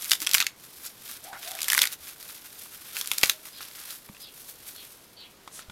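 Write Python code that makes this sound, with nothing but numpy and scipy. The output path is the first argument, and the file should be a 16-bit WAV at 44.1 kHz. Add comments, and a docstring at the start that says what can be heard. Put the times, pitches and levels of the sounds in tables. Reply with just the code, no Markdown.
"""Two hands wring fresh leaves over a heaped bowl, close by. At once the bunch is twisted until its
stalks snap in a crackling run; then the leaves rub and slide, the bowl knocks softly on its board and
a far dog yelps twice. More snaps come near 1.7 s and near 3.2 s, with a short low pop as the loudest
snap overloads, and the dog yelps again, faintly. From 3.5 s a distant bird chirps four times while the
leaves rustle on, and a few soft knocks end the scene. Quiet outdoor air lies under it all."""
import sys
import numpy as np
from scipy import signal
from scipy.io import wavfile

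SR = 44100
rng = np.random.default_rng(int(sys.argv[2]) if len(sys.argv) > 2 else 0)


def store_wav(level_fs):
    """Save 16-bit WAV to argv[1]."""
    pcm = np.round(np.clip(np.atleast_2d(level_fs), -1, 1) * 32767)
    wavfile.write(sys.argv[1], SR, pcm.T.astype(np.int16))


N = 251811

# Thick stalks breaking. Each row: start in seconds, relative level of the body in dB, its pitch in Hz,
# relative level of the crisp edge in dB.
STALK_SNAPS = [(0.0452, -48, 3820, -32), (0.0973, -41, 5000, -29), (0.1103, -28, 3750, -24),
               (0.1171, -13.5, 3560, -18.5), (0.1333, -21.5, 3620, -22), (0.2034, -39, 5460, -36),
               (0.2186, -35.5, 2440, -30), (0.2665, -28, 3870, -31), (0.2712, -20.5, 3230, -27.5),
               (0.3136, -30, 4500, -28), (0.3348, -32, 4260, -20), (0.344, -17, 4000, -13),
               (0.3488, -15.5, 2800, -20.5), (0.3822, -23, 3560, -31), (0.403, -19.5, 3280, -39),
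               (0.4116, -25, 2630, -36), (0.4159, -25, 2500, -31), (0.4252, -24, 3050, -47),
               (0.4673, -22.5, 3460, -30), (1.5898, -35.5, 2620, -40), (1.6184, -32.5, 3630, -30),
               (1.631, -44, 4240, -25.5), (1.6834, -27.5, 2020, -22.5), (1.7015, -22, 3720, -23),
               (1.7207, -25, 2230, -22), (1.7324, -20.5, 2370, -19.5), (1.7492, -23.5, 1870, -22),
               (1.7784, -18, 1900, -19), (1.791, -20, 3730, -31), (1.8182, -15.5, 4050, -16.5),
               (1.8392, -22, 2450, -30), (1.8548, -28.5, 2370, -25), (1.8728, -28.5, 3900, -32),
               (2.9679, -29.5, 2370, -34), (3.0126, -28.5, 4610, -32), (3.0742, -56, 5000, -28.5),
               (3.1156, -22, 2640, -25.5), (3.1835, -36, 5240, -23), (3.2329, -15.5, 3630, -20.5),
               (3.2365, -15.5, 2800, -24), (3.297, -17, 3470, -17)]
# The bunch is twisted until it gives. Each row: when it gives in seconds, build-up in seconds,
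# relative level of crushing in dB, extra dB for sliding.
TWISTS = [(0.124, 0.23, -39.5, 3.5), (0.388, 0.18, -34, -3.5), (1.832, 0.38, -33, -3),
          (3.28, 0.5, -39, 1.5)]
# The hands shift their grip. Each row: loudest moment in seconds, rough length in seconds,
# relative level of crushing in dB, extra dB for sliding.
HAND_STROKES = [(0.032, 0.086, -57, 8), (0.228, 0.025, -37, 4.5), (0.65, 0.064, -52.5, 4),
                (0.781, 0.14, -54.5, 6), (0.862, 0.074, -45.5, 5.5), (1.113, 0.14, -42.5, 1.5),
                (1.277, 0.085, -49, -1.5), (1.475, 0.15, -40.5, -1.5), (1.931, 0.032, -36.5, 2),
                (2.083, 0.1, -44.5, 2.5), (2.311, 0.21, -46.5, 2.5), (2.46, 0.042, -45, 3.5),
                (2.632, 0.22, -50, 4.5), (2.745, 0.13, -51.5, 1), (2.991, 0.13, -42.5, 3),
                (3.472, 0.082, -46, 2), (3.637, 0.17, -45, -1), (3.796, 0.11, -43.5, 0.5),
                (3.917, 0.13, -43, 3.5), (4.222, 0.035, -56, 12), (4.403, 0.091, -53.5, 8),
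                (4.503, 0.085, -52, 8), (4.688, 0.051, -44.5, 4.5), (4.83, 0.36, -56.5, 6),
                (5.603, 0.097, -47, -12)]
# One leaf or finger drags. Each row: start in seconds, length in seconds, level in dB, pitch in Hz.
LEAF_DRAGS = [(0.858, 0.03, -44, 5900), (1.235, 0.018, -44, 9100), (1.317, 0.071, -46, 1428),
              (4.673, 0.021, -42.5, 11100), (5.507, 0.12, -47, 8440)]
# The bowl is nudged or a stem taps it. Each row: start in seconds, relative level in dB, pitch in Hz.
BOWL_KNOCKS = [(1.3304, -31, 1450), (2.659, -38.5, 1090), (3.607, -31.5, 1400), (4.089, -37, 920),
               (4.148, -41, 2540), (4.167, -41.5, 2700), (5.4764, -31.5, 1240), (5.5916, -32, 1330),
               (5.698, -32, 1410)]
# The tones in the bowl's ring. Each row: multiple of the knock's pitch, relative level in dB.
BOWL_TONES = [(.68, 5.5), (1, 16), (1.22, -18), (1.58, -25), (2.4, 4)]
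# Dull pushes on the heap, and a short low pop as the loudest snap overloads. Each row: start in
# seconds, peak level in dB, pitch in Hz, seconds to fade by 60 dB.
THUDS_AND_POP = [(0.219, -39, 307, 0.065), (2.006, -52.5, 78, 0.2), (3.2353, -9, 654, 0.004),
                 (4.097, -35.5, 198, 0.046), (5.684, -39.5, 70, .07), (5.697, -41.5, 180, 0.053)]
# A far dog. Each row: start in seconds, length in seconds, relative level in dB, first pitch in Hz,
# pitch halfway through in Hz.
DOG_YELPS = [(1.233, .13, -45, 647, 829), (1.444, 0.12, -44, 640, 777), (3.297, 0.069, -55, 634, 628)]
# A far bird. Each row: start in seconds, relative level in dB, first pitch in Hz.
BIRD_CHIRPS = [(3.52, -52, 5020), (4.195, -50, 5040), (4.75, -51, 4377), (5.165, -49.5, 4530)]
# Echoes off palms, bowl and table. Each row: typical delay in milliseconds, gain.
NEAR_ECHOES = [(0.417, 0.63), (0.951, 0.056), (1.798, 0.088), (2.546, 0.28), (3.3, 0.12)]
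# Five tone colours. Each row: frequency in Hz, relative level in dB.
STALK_COLOUR = [(100, 0.5), (600, -12.5), (1100, 6), (2350, 0), (2900, -2), (3500, 2.5), (4500, -0.5),
                (8000, 1), (15800, -8)]  # the body of a snap or tap
EDGE_COLOUR = [(1000, -29), (3500, -2.5), (6500, -0.5), (9000, 1), (13000, 1.5), (15800, -17.5)]  # the crisp edge of a snap
CRUSH_COLOUR = [(150, -17), (450, -7.5), (850, -7.5), (1450, 0), (1800, -3), (2400, -1.5), (2900, -3),
                (3500, 0), (5000, -5), (7000, -10.5), (11000, -20.5)]  # leaves being crushed
SLIDE_COLOUR = [(2000, -18), (5000, -4.5), (7500, -6.5), (12000, 0.5), (14000, -1.5), (15800, -10.5)]  # leaves sliding
AIR_COLOUR = [(25, -5), (70, -0.5), (380, 1), (700, -3.5), (1100, -5), (2200, -9.5), (4000, -9),
              (12000, -19), (15800, -24.5)]  # outdoor air


def snaps(body_db=1.5, edge_db=-.5, sharpness=1.4, treble_kept=.56, size=2048):
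    """Fibres strain, the stalk gives way at once, the last fibres tear and the heap scatters the crack."""
    out, lead = np.zeros(N), size // 8
    t = (np.arange(size) - lead) / SR  # zero at the break
    strain = .04 * np.exp(-abs(t) / .0012)
    last_fibres = .071 * np.exp(-abs(t) / .002)
    scatter = .016 * np.exp(-abs(t) / .0027)
    tearing = np.where(t < 0, strain, last_fibres + scatter)
    click = 1. * (t == 0)
    span = np.sqrt(.005 * SR / size)  # levels count as if a snap lasted 5 ms
    for start, db, hz, crisp_db in STALK_SNAPS + thin_ribs():
        crack = bounce(click + tearing * rng.standard_normal(size))
        body = colour(resonate(crack, hz, sharpness), STALK_COLOUR)  # the leaf rings for a cycle or two
        edge = colour(click + treble_kept * (crack - click), EDGE_COLOUR)  # soft leaves soak up treble
        snap = amp(db + body_db) * unit(body) + amp(crisp_db + edge_db) * unit(edge)
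        add(out, start + t[0], rng.choice([-1, 1]) * span * snap)
    return out


def thin_ribs(tries_per_s=32, least_db=-47, body_db=4.5, edge_db=8.5, spread_db=1.5, typical_hz=4200):
    """Thin ribs break at random while the twist is hard, and grow with it. Gives rows like STALK_SNAPS."""
    twist_db = 10 * np.log10(twist()[0] + 1e-20)
    rows = []
    for k, (late, body, pitch, edge) in enumerate(rng.standard_normal((1000, 4))):
        start = (k + late / 2) / tries_per_s
        if 0 < start < N / SR and twist_db[int(start * SR)] > least_db:
            db = twist_db[int(start * SR)]
            hz = typical_hz * np.exp(.25 * pitch)
            rows.append((start, db + body_db + spread_db * body, hz, db + edge_db + spread_db * edge))
    return rows


def rustle(crush_db=-2, slide_db=0, clump_db=2):
    """Crushed leaves crackle low and sliding ones fizz high; both catch and let go together."""
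    catch = amp(clump_db * wander(per_s=140))
    crush, slide = np.sqrt(twist() + handling() + stir()) * amp([[crush_db], [slide_db]])
    crackle = tiny_ticks(per_s=2600, spread_db=5, low_hz=1100, high_hz=9000, sharpness=1.3)
    fizz = tiny_ticks(per_s=4500, spread_db=4.5, low_hz=4500, high_hz=15000, sharpness=1.3)
    crackle = unit(colour(crackle + rng.standard_normal(N), CRUSH_COLOUR))  # the noise is smooth rubbing
    fizz = unit(colour(fizz + rng.standard_normal(N), SLIDE_COLOUR))
    return catch * (crush * crackle + slide * fizz) + veins(effort=np.hypot(crush, slide))


def twist(build_db=15.5, let_go_db_per_s=226):
    """The power of crushing and of sliding: it grows with each twist and falls once the bunch gives."""
    t, power = np.arange(N) / SR, np.zeros((2, N))
    for gives_at, build_s, db, slide_db in TWISTS:
        build_left = np.maximum(gives_at - t, 0) / build_s
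        level = db - build_db * np.maximum(build_left, build_left ** 4)
        level -= let_go_db_per_s * np.maximum(t - gives_at, 0)
        power += amp([level, level + slide_db]) ** 2
    return power


def handling(touch_db=-59, touch_slide_db=3.5, let_go_s=4.95, rise_share=.59, roundness=1.27):
    """The power of crushing and of sliding from a light, steady touch and from each stroke of the hands."""
    t = np.arange(N) / SR
    touch = touch_db - 7 * np.clip((t - let_go_s) / .1, 0, 1)  # one hand lets go
    for gives_at, *_ in TWISTS:
        touch -= 9 * np.exp(-((t - gives_at - .14) / .06) ** 2)  # a short rest after each twist
    power = amp([touch, touch + touch_slide_db]) ** 2
    for peak_s, length, db, slide_db in HAND_STROKES:
        side_s = length * np.where(t < peak_s, rise_share, 1 - rise_share)
        from_peak = np.minimum(abs(t - peak_s) / side_s, 10)
        swell = np.exp(-2 * from_peak ** roundness)
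        power += np.outer(amp([db, db + slide_db]) ** 2, swell)
    return power


def stir(shake_db=-17, fade_s=.021):
    """The power of crushing and of sliding in the leaves shaken by each thick stalk's snap."""
    kicks = np.zeros((2, N))
    for start, db, _, crisp_db in STALK_SNAPS:
        kicks[:, round(start * SR)] += amp(np.array([db, crisp_db]) + shake_db) ** 2
    return signal.lfilter([1], [1, -np.exp(-2 / (fade_s * SR))], kicks + 1e-20)


def veins(effort, light_share=.23, hard_share=.93):
    """Thin veins split with separate crisp ticks, which stand out more the harder the hands work."""
    ticks = tiny_ticks(per_s=150, spread_db=3, low_hz=3500, high_hz=15000, sharpness=1)
    share = np.interp(20 * np.log10(effort), [-41, -33], [light_share, hard_share])
    return effort * share * unit(ticks + .25 * echoes(ticks, fade_s=.02, delay_s=.001))


def tiny_ticks(per_s, spread_db, low_hz, high_hz, sharpness, pitches=14):
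    """Many tiny slips of uneven size, each making a leaf tick at its own pitch."""
    out = np.zeros(N)
    for hz in np.geomspace(low_hz, high_hz, pitches):
        sizes = amp(spread_db * np.minimum(rng.exponential(1, N), 4)) * rng.choice([-1, 1], N)
        clicks = sizes * (rng.random(N) < per_s / pitches / SR)
        out += unit(resonate(clicks, hz, sharpness)) * np.sqrt(hz)
    return unit(out)


def swishes(width_share=.73):
    """A single leaf or finger drags, making a short swell of hiss around one pitch."""
    out = np.zeros(N)
    for start, length, db, hz in LEAF_DRAGS:
        swell = np.sin(np.linspace(0, np.pi, round(length * SR)))
        rub = hiss(hz, width_share * hz, SR // 4)[:len(swell)]
        add(out, start, amp(db) * unit(swell * rub))
    return out


def bowl(knock_db=-5, ring_s=.022, scuff_s=.0037):
    """The bowl knocks with a short scuff; the leaves in it stop its ring almost at once."""
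    out, t = np.zeros(N), np.arange(SR // 4) / SR
    for start, db, hz in BOWL_KNOCKS:
        ring = sum(amp(tone_db - 60 * t / ring_s) * np.sin(2 * np.pi * hz * multiple * t)
                   for multiple, tone_db in BOWL_TONES)
        contact = resonate(rng.standard_normal(len(t)), hz, sharpness=.5)
        scuff = unit(colour(contact, STALK_COLOUR)) * np.exp(-t / scuff_s)
        add(out, start, amp(db + knock_db) * (.2 * ring + scuff))
    return out


def thumps():
    """Fading tones: pushes on the heap thud through the board, and a low pop marks the overload."""
    out, t = np.zeros(N), np.arange(SR // 4) / SR
    for start, db, hz, fade_s in THUDS_AND_POP:
        add(out, start, amp(db - 60 * t / fade_s) * np.sin(2 * np.pi * hz * t))
    return out


def dog(gain_db=-3, hoarseness=.24):
    """Hoarse yelps bend in pitch and back; from so far away only their lowest tone and echoes are left."""
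    out = np.zeros(N)
    wobble = hoarseness * wander(per_s=400)
    for start, length, db, first_hz, middle_hz in DOG_YELPS:
        arch = np.sin(np.linspace(0, np.pi, round(length * SR)))
        bend = arch ** 2 + wobble[round(start * SR):][:len(arch)]
        hz = first_hz + (middle_hz - first_hz) * bend
        voice = np.sin(2 * np.pi * np.cumsum(hz) / SR)
        add(out, start, amp(db + gain_db) * unit(np.sqrt(abs(arch)) * voice))
    return .7 * out + .93 * echoes(out, fade_s=.35, delay_s=.012)


def bird(length_s=.11, gain_db=-2, hold_share=.42, fall_share=.3):
    """A whistle holds its pitch, then drops, over a raspy lower voice; echoes smear both."""
    out, progress = np.zeros(N), np.linspace(0, 1, round(length_s * SR))
    swell = np.sqrt(abs(np.sin(np.pi * progress)))
    drop = np.maximum(progress - hold_share, 0) / (1 - hold_share)
    for start, db, first_hz in BIRD_CHIRPS:
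        hz = first_hz * (1 - fall_share * drop)
        whistle = 1.16 * (1 - progress) * hiss(hz, width_hz=110, size=len(hz))
        rasp = hiss(.8 * hz, width_hz=1200, size=len(hz))
        add(out, start, amp(db + gain_db) * unit(swell * (whistle + rasp)))
    return out + .92 * echoes(out, fade_s=.22, delay_s=.0024)


def air(level_db=-57, drift_db=.69):
    """Quiet outdoor air: a soft rush whose level drifts a little."""
    return amp(level_db + drift_db * wander(per_s=2)) * unit(colour(rng.standard_normal(N), AIR_COLOUR))


def bounce(click, drift=.16):
    """Adds the nearest echoes, whose delays shift as the hands move."""
    paths = np.zeros(len(click))
    paths[0] = 1
    for ms, gain in NEAR_ECHOES:
        delay_s = ms * np.exp(drift * rng.standard_normal()) / 1000
        add(paths, delay_s, np.array([gain]))
    return signal.fftconvolve(click, paths)[:len(click)]


def echoes(x, fade_s, delay_s):
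    """A wash of echoes: the lows fade by 60 dB in fade_s, and the treble dies sooner."""
    t = np.arange(SR // 2) / SR
    noise = rng.standard_normal(len(t))
    low = signal.sosfilt(signal.butter(2, 5000, fs=SR, output="sos"), noise)
    treble = 1.26 * (noise - low)
    wash = (low * amp(-60 * t / fade_s) + treble * amp(-80 * t / fade_s)) * (t > delay_s)
    return signal.fftconvolve(x, wash / np.linalg.norm(wash))[:len(x)]


def colour(x, spectrum, size=2048):
    """Gives a sound a tone colour. The filter never rings ahead of a click, so clicks stay sharp."""
    hz, db = np.transpose(spectrum)
    bin_hz = abs(np.fft.fftfreq(size, 1 / SR)) + 1
    log_gain = np.log(amp(np.interp(np.log(bin_hz), np.log(hz), db)))
    response = np.exp(np.conj(signal.hilbert(log_gain)))
    kernel = np.fft.ifft(response).real[:size // 2]
    return signal.fftconvolve(x, kernel)[:len(x)]


def resonate(x, hz, sharpness):
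    """Makes a sound ring at one pitch; more sharpness rings longer."""
    return signal.lfilter(*signal.iirpeak(hz, sharpness, SR), x)


def hiss(hz, width_hz, size):
    """A band of noise around a pitch that may move."""
    noise = rng.standard_normal(size) + 1j * rng.standard_normal(size)
    band = signal.sosfilt(signal.butter(2, width_hz / 2, fs=SR, output="sos"), noise)
    tone = np.exp(2j * np.pi * np.cumsum(hz * np.ones(size)) / SR)
    return unit((band * tone).real)


def wander(per_s):
    """Glides to a new random value per_s times a second."""
    targets = rng.standard_normal(N)
    return unit(np.interp(np.arange(N) * per_s / SR, np.arange(N), targets))


def amp(db):
    """Turns decibels into a gain."""
    return 10 ** (np.asarray(db) / 20)


def unit(x):
    """Scales a sound to an average strength (rms) of 1."""
    return x / np.sqrt(np.mean(x ** 2) + 1e-20)


def add(mix, start_s, sound):
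    """Mixes a sound in at the given time."""
    part = mix[max(round(start_s * SR), 0):][:len(sound)]
    part += sound[:len(part)]


def scene(room_db=-15):
    """The close leaves and bowl in a small, fairly dry space, with air, dog and bird behind them."""
    near = snaps() + rustle() + swishes() + bowl() + thumps()
    room = amp(room_db) * echoes(near, fade_s=.18, delay_s=.0063)
    return near + room + air() + dog() + bird()


def record(dry, cutoff_hz=15950):
    """Clips the hardest snaps, then takes away the very highest treble."""
    clipped = np.clip(dry, -1, 1)
    low_pass = signal.firwin(401, cutoff_hz, window=("kaiser", 8), fs=SR)
    return signal.fftconvolve(clipped, low_pass, "same")


dry = scene()
out = record(dry)
store_wav(out)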